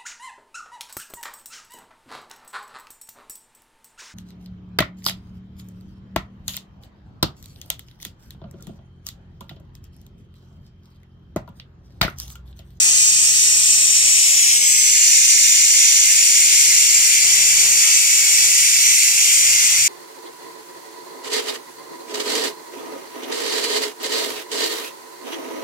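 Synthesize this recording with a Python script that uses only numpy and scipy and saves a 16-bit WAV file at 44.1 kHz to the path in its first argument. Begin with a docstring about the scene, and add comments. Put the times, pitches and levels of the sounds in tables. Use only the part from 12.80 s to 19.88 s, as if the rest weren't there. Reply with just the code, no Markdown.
"""A handheld laser strips rust from a steel part on a workshop floor, heard at a phone's two ports.
From the start a gun's air jet hisses over a hum and rumble, while the mirror-swept beam buzzes faintly on rust.
The phone turns, so the hiss reaches the right port later and later until 2.4 s; the buzz fades near 2 s.
It comes back around 3 s and is strongest from about 3.9 to 5 s, with gaps; near 6.2 s buzz and hum dip briefly.
The jet and rumble are shaped noise, the buzz is a sum of harmonics with noise crackle, the hum is sines."""
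import sys
import numpy as np
from scipy import signal
from scipy.fft import rfft, irfft, next_fast_len
from scipy.io import wavfile
from scipy.ndimage import uniform_filter1d, map_coordinates

SR = 44100
rng = np.random.default_rng(int(sys.argv[2]) if len(sys.argv) > 2 else 0)


def put_to_file(sound):
    """Save the sound as 16-bit audio at rate SR, in the file named by the first command-line argument."""
    columns = np.atleast_2d(sound).T  # one column per channel
    safe = np.clip(columns, -1, 1)
    whole_steps = np.round(safe * 32767)
    wavfile.write(sys.argv[1], SR, whole_steps.astype(np.int16))


N = 312228  # samples

# how much later the jet's straight path reaches the right port: t/s, lag/ms
PORT_LAG = [(0, 0.197), (1.3, 0.261), (1.7, 0.31), (1.9, 0.362), (2.1, 0.397), (2.4, 0.436), (3, 0.422),
            (4.4, 0.408), (7.08, 0.406)]


def amp(db):
    """Turn dB into gain."""
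    return 10 ** (np.asarray(db) / 20)


def unit(x):
    """Scale x to rms 1."""
    return x / np.sqrt(np.mean(x ** 2) + 1e-20)


def columns(rows, at, scale=lambda v: v):
    """Interpolate every column after the first at the given places."""
    first, *cols = np.transpose(rows)
    return [np.interp(scale(at), scale(first), col) for col in cols]


def along(rows, hz):
    """Interpolate columns on a log frequency axis."""
    return columns(rows, hz, np.log1p)


def wobble(rate):
    """A smooth random curve with rate knots a second."""
    knots = rng.standard_normal(int(N * rate / SR) + 4)
    return map_coordinates(knots, [np.arange(N) * rate / SR])


def filtered(x, response):
    """Filter x by multiplying its spectrum with a response of frequency."""
    size = next_fast_len(N + 8192)
    spectrum = rfft(x, size) * response(np.fft.rfftfreq(size, 1 / SR))
    return irfft(spectrum, size)[..., :N]


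def jet():
    """Turbulent air hiss: a straight path, floor bounce and nearby echoes, plus unrelated wall sound at each port."""
    # level and tone: t/s, level/dB, left minus right/dB, low end boost/dB, treble boost/dB
    jet_moves = [(0.0, -12, 0, 0, 1), (0.67, -13.5, -1.5, 0.5, 3.5), (1.32, -12.5, 0, 2, 2.5),
                 (1.77, -13.5, 0, 3.5, 4), (1.79, -14.5, 0.5, 0.5, 1), (1.87, -13, 0.5, 1, 4.5),
                 (2.33, -11, 0, -1.5, -1.5), (3.88, -12, 0, 1.5, 1.5), (4.4, -12.5, 0.5, 2.5, 1),
                 (6.33, -13, -0.5, 3, 2.5), (7.08, -13.5, 1, 4, 1)]
    # the phone turns through three poses: t/s, pose/0-2
    phone_turn = [(0, 0.042), (1.2, 0.19), (1.7, 0.54), (2.3, 0.98), (3.2, 1.1), (4.2, 1.35), (5, 1.7),
                  (7.08, 1.7)]
    # bounce off the floor: t/s, delay/ms, strength/dB
    floor_bounce = [(0, 3, -17), (.6, 2.7, -1.5), (1.3, 2.7, -4), (2.2, 2.85, -5), (3.7, 2.86, -7.5),
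                    (5.5, 3.12, -6.5), (7.08, 2.8, -11)]
    # colour at the left port: f/Hz, first pose/dB, second pose/dB, third pose/dB
    left_colour = [(970, -28, -33, -26), (1260, -26.5, -25, -23.5), (1530, -25, -26.5, -20),
                   (1760, -21.5, -16, -16.5), (1940, -12, -13.5, -12.5), (2277, -12.5, -2, -5.5),
                   (2410, -7.5, -11.5, -10), (2650, -10.5, -6.5, -8), (3070, -9, -10, -12),
                   (3390, -13, -6.5, -7.5), (3770, -11, -16, -15), (3910, -13.5, -14, -11),
                   (4630, -10.5, -8.5, -8), (6300, -2.5, -4, -4), (7190, 1, 1.5, 1.5), (8600, 1, -3, -1.5),
                   (8910, -9, -8.5, -8.5), (11830, -20.5, -20, -12.5), (13760, -19.5, -15.5, -15.5),
                   (15900, -28, -25, -22)]
    # colour at the right port: f/Hz, first pose/dB, second pose/dB, third pose/dB
    right_colour = [(940, -42, -33.5, -27), (1290, -23.5, -30, -29), (1640, -28, -20, -19.5),
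                    (1840, -21, -18, -29), (2000, -13, -12, -9), (2220, -13, -8.5, -7),
                    (2330, -9, -10.5, -7.5), (2720, -8.5, -11, -5), (2960, -14.5, -10.5, -13),
                    (3360, -18, -6.5, -9.5), (3380, -21, -14, -12), (3840, -12, -9.5, -12),
                    (4520, -12.5, -12, -10), (5720, 0, 1.5, 1.5), (7830, -2, -2, -2),
                    (8230, -3.5, -5.5, -14), (8750, -10, -13.5, -20), (9700, -17.5, -15, -12),
                    (10300, -23, -16, -17), (10750, -23, -20, -25), (11200, -25, -19, -20),
                    (11800, -27, -21, -16), (12400, -23.5, -16.5, -15.5), (13300, -28, -19, -18),
                    (14000, -32, -22, -32), (14700, -41, -30, -48)]
    # phase shift of the right port's duct: f/Hz, first pose/rad, second pose/rad, third pose/rad
    duct_phase = [(700, -1.5, -1.5, 2), (1180, -0.3, -0.6, -0.8), (1570, 0.4, -0.43, -0.07),
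                  (1870, 0.7, -1.3, 0), (1990, 0.6, -0.1, -0.16), (2240, -0.86, 0.1, -0.5),
                  (2650, 0.1, -0.4, 0.3), (3070, -0.8, -0.28, -0.6), (3630, 0.1, -0.87, -0.3),
                  (4410, 1, -2, 0.7), (4980, -3, -2, -2), (5530, -5.5, -2.5, -4.5), (6990, -7.5, -6.5, -8),
                  (7830, -6.5, -7.5, -8), (9200, -7, -5, -5), (10100, -5.5, -5.5, -7.5),
                  (11350, -6, -5.5, -3), (12700, -5.2, -6.5, -6), (13800, -6.3, -8, -6)]
    # power share of the noise common to both ports: f/Hz, first pose/0-1, second pose/0-1, third pose/0-1
    direct_share = [(700, 0.7, 1, 0.8), (1100, 0.65, 0.99, 0.95), (1520, 1, 1, 1), (1810, 0.54, 0.93, 0.6),
                    (1990, 1, 0.78, 0.76), (2320, 1, 0.76, 0.77), (2440, 0.36, 0.82, 1),
                    (2720, 0.66, 0.9, 0.8), (3300, 0.35, 0.98, 0.76), (3600, 0.44, 0.75, 0.65),
                    (4380, 0.55, 0.9, 0.55), (5200, 0.9, 0.7, 0.3), (5470, 0.98, 1, 0.6),
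                    (7250, 0.5, 1, 0.85), (8240, 0.72, 1, 0.34), (9300, 0.4, 0.5, 0.8),
                    (10000, 0.5, 1, 0.7), (10600, 0.45, 0.95, 0.15), (11500, 0.4, 0.9, 0.9),
                    (12500, 0.5, 0.95, 0.87), (13800, 0.3, 0.62, 0.47), (14800, 0.1, 0.1, 0.1)]
    frame = dict(fs=SR, nperseg=1024, noverlap=768)

    flutter = amp(0.19 * wobble(11) + 0.3 * wobble(22.12))
    noise = flutter * rng.standard_normal((3, N))
    hz, t, (straight, *walls) = signal.stft(noise, **frame)
    f = hz[:, None]
    # soft random patches of level across time and frequency
    patches = uniform_filter1d(rng.standard_normal(straight.shape), size=10, axis=0)
    patches = uniform_filter1d(patches, size=12, axis=1)

    level_db, pan_db, low_db, top_db = columns(jet_moves, t)
    lag_ms, = columns(PORT_LAG, t)
    pose, = columns(phone_turn, t)
    bounce_ms, bounce_db = columns(floor_bounce, t)
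    drift = np.interp(t * SR, np.arange(N), wobble(1.24))  # the hand never holds quite still
    # crossfade between neighbouring poses
    weights = np.clip(1 - np.abs(np.clip(pose, 0, 2) - np.arange(3)[:, None]), 0, 1)

    def posed(trio):
        """Blend three pose curves into one map over frequency and time."""
        return np.transpose(trio) @ weights

    def late(ms):
        """A delay as a phase turn that grows with frequency."""
        return np.exp(-2j * np.pi * f * ms / 1000)

    long_wave = 1 / (1 + (f / 3800) ** 4)  # near 1 for long waves, which bend round small things
    treble = 1 / (1 + (9500 / (f + 1)) ** 8)

    def nearby():
        """Legs, feet and the steel part scatter five weak copies, weakest in the bass, drifting as the phone turns."""
        echo_gain = amp(-12.5 - 15.5 * long_wave - 6 * treble)
        stretch = 1 + 0.0502 * pose + 0.011 * drift
        return sum(echo_gain * late(ms * stretch) for ms in rng.uniform(0.81, 4, size=5))

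    share = np.clip(posed(along(direct_share, hz)), 0, 1)
    edges_db = low_db / (1 + (f / 3200) ** 4) + top_db * treble
    nozzle_db = -30 / (1 + (f / 700) ** 4)  # a small nozzle makes little bass
    gain = amp(level_db - level_db.mean() + edges_db + nozzle_db + 0.96 * unit(patches))

    to_left = 1 + amp(bounce_db) * late(bounce_ms) + nearby()
    # at the right port the floor bounce is weaker, most of all in the treble
    right_bounce = amp(bounce_db - 2.5 * (2.0 - long_wave)) * late(bounce_ms - 0.04)
    to_right = 1 + right_bounce + nearby()
    to_right = to_right * late(lag_ms) * np.exp(1j * posed(columns(duct_phase, hz)))

    ports = []
    for path, wall, colour, side in zip((to_left, to_right), walls, (left_colour, right_colour), (0.5, -0.5)):
        mix = np.sqrt(share) * path * straight + np.sqrt(1 - share) * wall
        colour_db = posed(along(colour, hz)) + side * pan_db
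        ports.append(gain * amp(colour_db) * mix)
    hiss = signal.istft(np.array(ports), **frame)[1][:, :N]
    return amp(level_db.mean()) * unit(hiss)


def burn():
    """Each mirror pass flashes off a line of rust: a harmonic buzz and a puff of crackle, later at the right port."""
    # burning, strong on thick rust, weak on bare steel: t/s, strength/dB, brightness/dB per octave
    rust = [(0, -52, 2.5), (0.2, -59, 2.5), (0.6, -53.5, 0), (1.3, -63, 5.5), (1.85, -53.5, -4.5),
            (1.95, -69, 6), (2.85, -73, 5), (2.95, -56, -3.5), (3.55, -58.5, -0.5), (3.88, -51.5, -1.5),
            (4.25, -54, 2), (4.38, -60, 2), (4.44, -47, -1.5), (4.62, -50.5, -2), (4.72, -48, -5.5),
            (4.99, -47, -4.5), (5.04, -55, 9), (5.1, -54, 8), (5.14, -59, 7), (5.2, -58, 5),
            (5.27, -53.5, 2), (5.68, -50.5, 0), (5.85, -54.5, -2), (6.0, -60, 7), (6.13, -49, -1),
            (6.17, -75, 0.3), (6.24, -76, 2), (6.29, -54, 2), (6.7, -49.5, -1), (6.86, -54, 4.5),
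            (6.92, -56, 8), (7.0, -52, 2), (7.08, -53, 2)]
    # overtones of the sweep: multiple, level over the strength/dB
    overtones = [(2, -16.5), (3, -4.5), (4, -3.5), (5, -6.5), (6, -4), (7, -5.5), (8, -7.5), (9, -6.5),
                 (10, -3.5), (11, -4.5), (12, -13), (13, -11), (14, 3)]
    # burning on the beam's way back, a second flash halfway: t/s, its strength over the first/0-1
    return_flash = [(0, 0), (3.75, 0.25), (3.85, .4), (3.95, 0), (4.98, 0.04), (5.03, 0.5), (5.15, 0.4),
                    (5.22, 0.16), (5.88, 0), (5.97, .5), (6.08, 0.14), (6.5, 0.2), (6.62, 0.3), (6.75, 0.1),
                    (6.88, 0.2), (7.0, 0.2), (7.08, .2)]
    # colour of the crackle before its level is set: f/Hz, level/dB
    crackle_colour = [(150, -38), (350, -3.5), (800, 3.5), (1500, 6), (2500, -24), (4000, -40)]
    # the buzz's lowest tone, once a pass: t/s, rms level before its wobble/dB
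    throb_level = [(0.0, -53), (0.57, -53), (1.79, -74), (2.82, -75), (2.86, -79), (2.92, -62), (3.63, -61),
                   (3.9, -52), (4.02, -65), (4.18, -50), (4.34, -62), (4.47, -50), (4.99, -52.5),
                   (5.05, -74), (5.24, -59), (5.7, -52), (5.94, -58), (6.11, -53), (6.19, -78), (6.25, -68),
                   (6.74, -50), (6.94, -62), (7.0, -47), (7.08, -57)]
    sweep_hz = 129.82  # mirror passes a second
    pivot = 4  # the multiple that brightness leaves alone
    flicker_db, flicker_per_s = 2, 9.9  # the rust is uneven under the moving beam
    crackle_db, crackle_growth = -55, 0.74  # dB at mean strength; dB per dB of strength

    t = np.arange(N) / SR
    strength_db, bright_db = columns(rust, t)
    strength_db = strength_db + flicker_db * wobble(flicker_per_s)
    turn = sweep_hz * (t - 5.079)  # whole numbers where the beam meets the rust
    back = np.clip(columns(return_flash, t)[0], 0, 1)

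    # overtones nearly in step: one short flash a pass, its shape drifting with the rust
    buzz = 0
    for k, db in overtones:
        # a narrow strip of rust gives a shorter, brighter flash
        tone_db = strength_db + bright_db * np.log2(k / pivot)
        level = amp(db + tone_db + 2.0 * wobble(4))
        two_flashes = 1 + back * np.cos(np.pi * k)  # they add on even multiples and cancel on odd ones
        buzz = buzz + level * two_flashes * np.cos(2 * np.pi * (k * turn + 0.11 * wobble(4)))
    throb = np.sqrt(2) * amp(columns(throb_level, t)[0] + 1.3 * wobble(5.4)) * np.cos(2 * np.pi * turn)
    buzz = buzz + throb

    once_a_pass = (1 - back) * np.cos(2 * np.pi * turn)
    twice_a_pass = back * np.cos(4 * np.pi * turn)
    puffs = np.exp(0.59 * (once_a_pass + twice_a_pass)) * rng.standard_normal((3, N))
    # one noise common to both ports, plus one of its own at each
    crackle = filtered(puffs[0] + 1.1 * puffs[1:], lambda hz: amp(along(crackle_colour, hz)[0]))
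    crackle_gain = amp(crackle_db + crackle_growth * (strength_db - strength_db.mean()))
    left, right = buzz + crackle_gain * unit(crackle)

    lag_s = 0.5 * columns(PORT_LAG, t)[0] / 1000  # half the jet's lag
    return np.array([left, map_coordinates(right, [(t - lag_s) * SR], mode="nearest")])


def workshop():
    """Wavering hum of machines as sines over a low noise rumble, nearly the same at both ports in the bass."""
    # hum tones: f/Hz, peak level before wobble and swell/dB
    hum_tones = [(99.8, -55.5), (199.6, -66), (227, -61.5), (299.4, -71.5)]
    # colour of the rumble before its level is set: f/Hz, level/dB
    rumble_colour = [(20, -19), (45, -17), (70, -1.5), (150, 0.5), (400, -1), (900, -2.5), (1600, -58),
                     (3000, -43)]
    # how alike the rumble is at both ports: f/Hz, left-right likeness/0-1
    likeness = [(30, 0.95), (120, 1), (300, 0.98), (700, 0.72), (1500, 0.083)]
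    # hum and rumble swell together: t/s, level/dB
    swell = [(0, 2.5), (0.7, 1.5), (1.5, 1), (3, -0.5), (4.2, 0.5), (5.2, -1), (6.12, 0.5), (6.2, -5),
             (6.3, -0.5), (7.08, 0)]

    t = np.arange(N) / SR
    skew = np.array([[0.018], [-0.018]])  # cycles: standing waves reach the ports a little out of step
    hum = 0
    for hz, db in hum_tones:
        level = amp(db + 2.0 * wobble(8))
        hum = hum + level * np.sin(2 * np.pi * (hz * t + skew + rng.random()))

    def mid_side(hz):
        """Split the rumble's colour into mid and side so the ports match as much as the likeness says."""
        spread = np.arccos(np.clip(along(likeness, hz)[0], -1, 1)) / 2
        return amp(along(rumble_colour, hz)[0]) * [np.cos(spread), np.sin(spread)]

    mid, side = filtered(rng.standard_normal((2, N)), mid_side)
    rumble = amp(-54.0 + 0.65 * wobble(1.55)) * unit(np.array([mid + side, mid - side]))
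    return amp(columns(swell, t)[0]) * (hum + rumble)


def scene():
    """Sum all sources at the two ports."""
    return jet() + burn() + workshop()


def record(dry):
    """Round off the highest peaks and cut the treble steeply at the band limit."""
    top_hz = 15865
    rounded = dry / (1 + np.abs(dry / 1.1) ** 12) ** (1 / 12)

    def band_limit(hz):
        """Fall by 0.4 dB per Hz over the last 125 Hz, then to nothing."""
        return (hz < top_hz) * amp(-0.4 * np.maximum(hz - top_hz + 125, 0))

    return filtered(rounded, band_limit)


dry = scene()
out = record(dry)
put_to_file(out)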